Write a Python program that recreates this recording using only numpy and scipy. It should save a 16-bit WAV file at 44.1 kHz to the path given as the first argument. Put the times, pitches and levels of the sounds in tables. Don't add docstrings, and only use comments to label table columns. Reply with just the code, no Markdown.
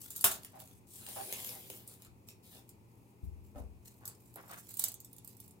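import sys
import numpy as np
from scipy import signal
from scipy.fft import rfft, irfft, next_fast_len
from scipy.io import wavfile
from scipy.ndimage import uniform_filter1d, map_coordinates

SR = 44100
rng = np.random.default_rng(int(sys.argv[2]) if len(sys.argv) > 2 else 0)


def dump_mix(stems):
    frames = np.atleast_2d(stems).T
    limited = np.clip(frames, -1, 1)
    pcm = np.round(limited * 32767).astype(np.int16)
    wavfile.write(sys.argv[1], SR, pcm)


N = 246938

# frequency in Hz, left-right correlation.
DIFFUSE_COHERENCE = [(60, 0.32), (130, 0.78), (380, 0.78), (750, -0.083), (1300, -0.22), (5500, 0.059),
                     (8000, 0.86), (15000, 0.96)]
# frequency in Hz, relative density in dB.
CREASE_SPECTRUM = [(300, -40), (900, -16.5), (1900, -30), (2800, -21), (4100, -11), (5700, -13),
                   (7800, -1.5), (10000, -6), (11500, 0), (13500, -3), (16000, -1)]


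def amp(db):
    return 10 ** (np.asarray(db) / 20)


def unit(x):
    return x / np.sqrt(np.mean(x ** 2) + 1e-20)


def decay(t, t60):
    return amp(-60 * t / t60)


def along(points, hz):
    f, values = np.transpose(points)
    return np.interp(np.log(hz + 1), np.log(f + 1), values)


def wobble(rate):
    knots = rng.standard_normal(int(N * rate / SR) + 4)
    return map_coordinates(knots, [np.arange(N) * rate / SR])


def filtered(x, response):
    n = x.shape[-1]
    m = next_fast_len(n + 8192)
    return irfft(rfft(x, m) * response(np.fft.rfftfreq(m, 1 / SR)), m)[..., :n]


def coloured(pair, spectrum, coherence=None):
    # frequency in Hz, left-right correlation.
    near_coherence = [(250, 0.99), (800, 0.75), (2200, 0.51), (4500, 0.2), (6400, 0.15), (7800, 0.65),
                      (16000, 0.57)]

    def response(hz):
        angle = np.arccos(np.clip(along(coherence or near_coherence, hz), -1, 1)) / 2
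        return amp(along(spectrum, hz)) * [np.cos(angle), np.sin(angle)]
    mid, side = filtered(pair, response)
    return np.array([mid + side, mid - side])


def panned(x, pan_db):
    return x * amp(np.array([pan_db, -pan_db]) / 2).reshape(2, -1)


def shaded(x, pan_db):
    treble = filtered(x, lambda hz: 1 / (1 + (9000 / (hz + 1)) ** 3))
    return x - treble + panned(treble, pan_db)


def placed(x, lead_s, below_hz=6800):
    phase = lambda hz: np.pi * hz * lead_s * (hz < below_hz)
    return filtered(x, lambda hz: np.exp(1j * np.array([phase(hz), -phase(hz)])))


def add(track, s, x):
    start = max(round(s * SR), 0)
    track[:, start:start + x.shape[-1]] += x[..., :N - start]


def grains(rate, spread_db, size=N):
    slips = rng.random(size) < rate / SR
    strength = amp(spread_db * np.minimum(rng.exponential(size=size), 4))
    return slips * strength * rng.standard_normal((2, size))


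def stroke(length):
    progress = np.arange(SR // 4) / SR / length
    slips = unit(grains(rate=2100, spread_db=0.0, size=len(progress)))
    return slips * (1 - np.exp(-progress / 0.034)) / (1 + progress ** 8)


def gesture(s, length, attack_s=0.012, release_s=0.028):
    t = np.maximum(np.arange(N) / SR - s, 0)
    return (1 - np.exp(-t / attack_s)) * np.exp(-np.maximum(t - length, 0) / release_s)


def shifting(x, patchy_db, peak_db=0, glide=None):
    hz, t, spectra = signal.stft(x, SR, nperseg=512)
    patches = uniform_filter1d(rng.standard_normal(spectra.shape[1:]), size=5, axis=0)
    patches = uniform_filter1d(patches, size=9, axis=1)
    gain = amp(patchy_db * unit(patches))
    if glide:
        octaves = np.log2((hz[:, None] + 1) / np.interp(t, *np.transpose(glide)))
        gain *= amp(peak_db * np.exp(-(octaves / 0.22) ** 2))
    gain /= np.sqrt(np.mean(gain ** 2, axis=0))
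    return signal.istft(spectra * gain, SR, nperseg=512)[1][:, :N]


def ring(modes, t):
    return sum(amp(db + rng.normal(0, 1)) * decay(t, t60) * np.sin(2 * np.pi * hz * t)
               for hz, db, t60 in modes)


def burst(spectrum, vary_db, rise_s, t60, tail_db, tail_t60):
    t = np.arange(SR // 3) / SR
    envelope = (1 - np.exp(-t / rise_s)) * (decay(t, t60) + amp(tail_db) * decay(t, tail_t60))
    ripple_db = vary_db * rng.standard_normal(44)
    ripple = lambda hz: amp(np.interp(hz, np.linspace(0, SR / 2, len(ripple_db)), ripple_db))
    noise = filtered(rng.standard_normal((2, len(t))), ripple)
    crack = coloured(noise, spectrum) * envelope
    power = uniform_filter1d(np.mean(crack ** 2, axis=0), size=88)
    return crack / np.sqrt(power.max())


def ventilation():
    # frequency in Hz, relative density in dB.
    air_spectrum = [(25, -17), (60, -8), (84, -4), (103, 3), (138, -10.5), (200, -8.5), (390, -9.5),
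                    (620, -22), (880, -16), (1600, -35.5), (2500, -26), (3100, -36.5), (16000, -37.5)]
    # frequency in Hz, nominal rms level in dB.
    tones = [(120, -68), (171, -73), (207, -72.5), (268, -77.5)]
    t = np.arange(N) / SR
    air = amp(-62) * unit(coloured(rng.standard_normal((2, N)), air_spectrum, DIFFUSE_COHERENCE))
    hum = np.zeros(N)
    for hz, db in tones:
        peak = np.sqrt(2) * amp(db + 1.5 * wobble(4.6))
        hum += peak * np.sin(2 * np.pi * hz * t + 0.35 * wobble(4.01))
    return panned(air + hum, pan_db=1.5)


def room(x):
    # frequency in Hz, T60 in seconds.
    decay_times = [(150, 0.55), (1000, 0.31), (5000, 0.24), (10000, 0.11), (16000, 0.057)]
    # frequency in Hz, gain in dB.
    wall_response = [(100, 2.5), (1000, -2), (4000, 0), (14000, 0.5)]
    hz, t, spectra = signal.stft(rng.standard_normal((2, SR // 2)), SR, nperseg=256)
    tail = signal.istft(spectra * decay(t, along(decay_times, hz)[:, None]), SR, nperseg=256)[1]
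    tail = np.pad(tail / np.linalg.norm(tail[0]), ((0, 0), (SR // 200, 0)))
    return coloured(signal.fftconvolve(x, tail, axes=1)[:, :N], wall_response, DIFFUSE_COHERENCE)


def hand_pan(s):
    # time in seconds, left-over-right treble level in dB.
    path = [(0, 10), (0.2, 0), (0.7, -3), (2, 0), (3.8, -1), (4.05, -1.5), (4.8, -9), (5.6, -9.5)]
    return np.interp(s, *np.transpose(path))


def rustle(snaps_per_s=60, snap_decay_s=0.003):
    # start in seconds, length in seconds, relative level in dB.
    rubs = [(0.0, 0.35, -55.5), (0.413, 0.34, -69), (0.587, 0.018, -56), (2.878, 0.24, -82.5),
            (3.216, 0.038, -74), (3.435, 0.035, -74.5), (3.554, 0.032, -67.5), (3.82, 0.51, -74.5),
            (3.845, 0.018, -62), (4.053, 0.03, -58.5), (4.376, 0.3, -68), (4.474, 0.12, -61.5),
            (4.675, 0.13, -60), (4.787, 0.059, -44.5), (5.0, 0.55, -77), (5.26, 0.04, -65),
            (5.396, 0.03, -65)]
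    # frequency in Hz, relative density in dB.
    rub_spectrum = [(700, -20), (1800, -15), (2800, -15.5), (4100, -13.5), (5700, -11), (8200, -7.5),
                    (11500, -8), (15000, -6), (16000, -13)]
    push = sum(amp(db) * gesture(s, length) for s, length, db in rubs)
    clumps = grains(rate=7400, spread_db=2.0) * amp(4 * wobble(130))
    weave = shifting(coloured(clumps, rub_spectrum), patchy_db=3.5)
    snap = np.exp(-np.arange(SR // 20) / SR / snap_decay_s)
    flurry = signal.fftconvolve(rng.random(N) < snaps_per_s / SR, snap)[:N]
    crackle = coloured(flurry * rng.standard_normal((2, N)), CREASE_SPECTRUM)
    cloth = amp(3.5) * unit(weave) + amp(-4) * unit(crackle)
    return shaded(push * cloth, hand_pan(np.arange(N) / SR))


def creases():
    # start in seconds, relative level in dB.
    snaps = [(0.0166, -38.5), (0.042, -42), (0.104, -32.5), (0.1614, -28.5), (0.1664, -32), (0.2097, -24.5),
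             (1.876, -35), (2.048, -44), (2.691, -42), (4.0539, -30), (4.0766, -27.5), (4.34, -45),
             (4.3573, -36), (4.691, -37), (4.7399, -33.5), (4.7702, -29.5), (4.794, -17.5), (4.8388, -15),
             (4.883, -26), (4.9172, -32.5), (4.9406, -34), (5.002, -38), (5.0465, -39), (5.1295, -37.5),
             (5.164, -44), (5.1824, -41), (5.246, -39.5), (5.275, -37.5), (5.3675, -48), (5.401, -37.5),
             (5.478, -46), (5.5085, -46)]
    out = np.zeros((2, N))
    for s, db in snaps:
        snap = burst(CREASE_SPECTRUM, vary_db=4.5, rise_s=0.0012, t60=0.02, tail_db=-32.5, tail_t60=0.11)
        add(out, s, amp(db - 6) * shaded(snap, hand_pan(s)))
    return out


def scuffs():
    # start in seconds, length in seconds, level in dB, centre frequency in Hz.
    contacts = [(3.547, 0.091, -58, 484), (4.011, 0.11, -63.5, 1040), (4.358, 0.015, -53.5, 604),
                (4.367, 0.045, -54, 980), (4.428, 0.13, -63, 940), (4.491, 0.048, -55.5, 1063),
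                (4.519, 0.031, -52, 1650), (4.567, 0.0224, -58.5, 1330), (4.8, 0.12, -66, 730)]
    out = np.zeros((2, N))
    for s, length, db, hz in contacts:
        resonance = [(hz / 5, -22), (hz / 2.57, -6), (hz, 0),
                     (hz * 1.54, -6), (hz * 2.9, -18), (hz * 9, -38)]
        scuff = coloured(stroke(length), resonance)
        rms = np.sqrt(np.sum(scuff[0] ** 2) / (length * SR))
        add(out, s, amp(db) * scuff / rms)
    return out


def bumps(right_lag_s=0.0035, landing_s=3.557):
    # start in seconds, relative level in dB.
    impacts = [(0.243, -58), (2.073, -61.5), (3.229, -39), (3.558, -44.5), (3.603, -42.5)]
    # frequency in Hz, gain in dB, T60 in seconds.
    table_modes = [(45.1, -14, 0.6), (61.65, 2, 0.46), (81, -1.5, 0.9), (101, -8.5, 0.35),
                   (170.2, -8.5, 0.27), (273, -15, 0.2)]
    knock_modes = [(233, -11.5, 0.47), (272, -7.5, 0.29), (591, -4, 0.21), (695, -15, 0.25),
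                   (1277, -18, 0.14)]
    out, t = np.zeros((2, N)), np.arange(SR) / SR
    late = np.maximum(t - right_lag_s, 0)
    for s, db in impacts:
        boom = np.array([ring(table_modes, t), ring(table_modes, late)])
        add(out, s, amp(db) * boom * (1 - np.exp(-t / 0.0052)))
    out = panned(out, pan_db=7.0)
    knock = ring(knock_modes, t) * (1 - np.exp(-t / 0.0064))
    add(out, landing_s, amp(-40) * knock)
    return out


def drags():
    # start in seconds, length in seconds, relative level in dB.
    slides = [(0.529, 0.1, -56), (1.074, 0.034, -54.5), (1.159, 0.057, -43), (1.51, 0.083, -58.5),
              (2.544, 0.068, -67), (3.555, 0.043, -56.5)]
    # frequency in Hz, bandwidth in Hz, gain in dB.
    shell_modes = [(639, 31, -3.5), (775.5, 51, 0.5), (964, 75, -18.5)]

    def shell(f):
        return sum(amp(db) * 1j * f * width / (hz ** 2 - f ** 2 + 1j * f * width)
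                   for hz, width, db in shell_modes)
    out = np.zeros((2, N))
    for s, length, db in slides:
        add(out, s, amp(db + 22) * filtered(stroke(length), shell))
    return out


def ticks():
    # start in seconds, relative level in dB.
    catches = [(0.4327, -32.5), (0.4474, -28), (0.6013, -32), (0.6744, -42.5), (0.7108, -48),
               (1.0645, -27.5), (1.0872, -28.5), (1.3131, -34.5), (1.3254, -18.5), (1.3358, -26),
               (1.446, -24), (1.491, -26), (1.7003, -25), (2.0204, -36), (2.2866, -33)]
    # frequency in Hz, relative density in dB.
    spectrum = [(200, -14), (700, 9.5), (1500, -5.5), (2200, 4.5), (3600, 7.5), (5500, 3), (8000, 6.5),
                (15500, 7)]
    out = np.zeros((2, N))
    for s, db in catches:
        tick = burst(spectrum, vary_db=5.0, rise_s=0.0006, t60=0.017, tail_db=-42.0, tail_t60=0.042)
        add(out, s, amp(db - 12) * tick)
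    return out


def pull(start_hz=7757, end_hz=14400, taut_s=1.01):
    # time in seconds, hiss level in dB, which follows the speed.
    long_pull = [(0.87, -66.5), (0.96, -51), (1.05, -56.5), (1.09, -48.5), (1.3, -48), (1.48, -45.5),
                 (1.66, -58), (1.76, -52.5), (1.87, -69.5)]
    # start and length in seconds, relative hiss and rattle in dB, resonance in Hz.
    tugs = [(1.864, 0.078, -58, -70.5, 8500), (1.989, 0.079, -70, -71.5, 9000),
            (2.267, 0.035, -59.5, -77, 7800), (2.425, 0.08, -61, -78, 3930), (2.509, 0.071, -59, -68, 3700),
            (2.67, 0.016, -69, -77, 8000)]
    # frequency in Hz, relative density in dB.
    blade_spectrum = [(2000, -13.5), (3500, -4), (5500, -2), (8000, 0.5), (11800, 2.5), (13200, 1),
                      (15200, 4.5), (16000, -3)]
    coil_spectrum = [(120, -4), (380, 3.5), (680, -1.5), (1400, -5.5), (2000, -3), (2700, -0.5),
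                     (3700, -2.5), (4900, -7.5), (9000, -45.5)]
    t = np.arange(N) / SR
    times, levels_db = np.transpose(long_pull)
    hiss = amp(np.interp(t, times, levels_db, left=-np.inf, right=-np.inf))
    taut = 0.5 + 0.5 * np.tanh((t - taut_s) / 0.03)
    rattle = amp(-10.5) * taut * hiss
    glide = [(times[0], start_hz), (times[-1], end_hz)]
    for s, length, hiss_db, rattle_db, hz in tugs:
        tug = gesture(s, length)
        hiss += amp(hiss_db) * tug
        rattle += amp(rattle_db) * tug
        glide.append((s + length / 2, hz))
    blade = coloured(grains(rate=14000, spread_db=3.5), blade_spectrum)
    blade = unit(shifting(blade, patchy_db=2.0, peak_db=5.0, glide=sorted(glide)))
    coil = coloured(grains(rate=3000, spread_db=0.5), coil_spectrum)
    coil = unit(shifting(coil, patchy_db=4.0))
    flutter = amp(4.0 + 2.8 * wobble(29.55))
    return shaded(hiss * blade, pan_db=5.0) + panned(rattle * flutter * coil, pan_db=-1.0)


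def slap():
    # start in seconds, relative level in dB.
    landings = [(0.2411, -8), (0.2603, -19.5), (0.3124, -24.5), (0.34, -35)]
    # frequency in Hz, gain in dB, T60 in seconds.
    blade_modes = [(1490, -10, 0.2), (2560, -16, 0.23), (11940, -1.5, 0.16), (14400, 0, 0.18)]
    # frequency in Hz, relative density in dB.
    spectrum = [(60, -20), (200, -10.5), (370, -8.5), (490, -15.5), (620, -0.5), (800, -1), (1000, -5.5),
                (1250, -1), (2000, -10.5), (4200, -8.5), (5800, -7), (7600, -1.5), (12200, -4),
                (13100, -12.5), (14300, 6), (15800, -8)]
    out, t = np.zeros((2, N)), np.arange(SR // 3) / SR
    for s, db in landings:
        crack = burst(spectrum, vary_db=3.0, rise_s=0.00078, t60=0.056, tail_db=-2.5, tail_t60=0.19)
        add(out, s, amp(db - 8.5) * crack + amp(db - 26.5) * ring(blade_modes, t))
    return panned(shaded(out, pan_db=-6.5), pan_db=3.0)


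def scene():
    hand_lead_s = -0.0002
    blade = placed(slap(), lead_s=0.00025)
    snaps = placed(creases() + ticks(), hand_lead_s)
    rubbing = placed(pull() + rustle() + scuffs() + drags(), hand_lead_s)
    reflections = room(amp(-8.5) * blade + amp(-3.5) * snaps + amp(-9.5) * rubbing)
    return blade + snaps + rubbing + reflections + bumps() + ventilation()


def record(dry):
    low_hz, top_hz = 36, 16100
    highpassed = signal.sosfilt(signal.butter(2, low_hz, "high", fs=SR, output="sos"), dry)
    return filtered(highpassed, lambda hz: 1 / (1 + (hz / top_hz) ** 160))


dry = scene()
out = record(dry)
dump_mix(out)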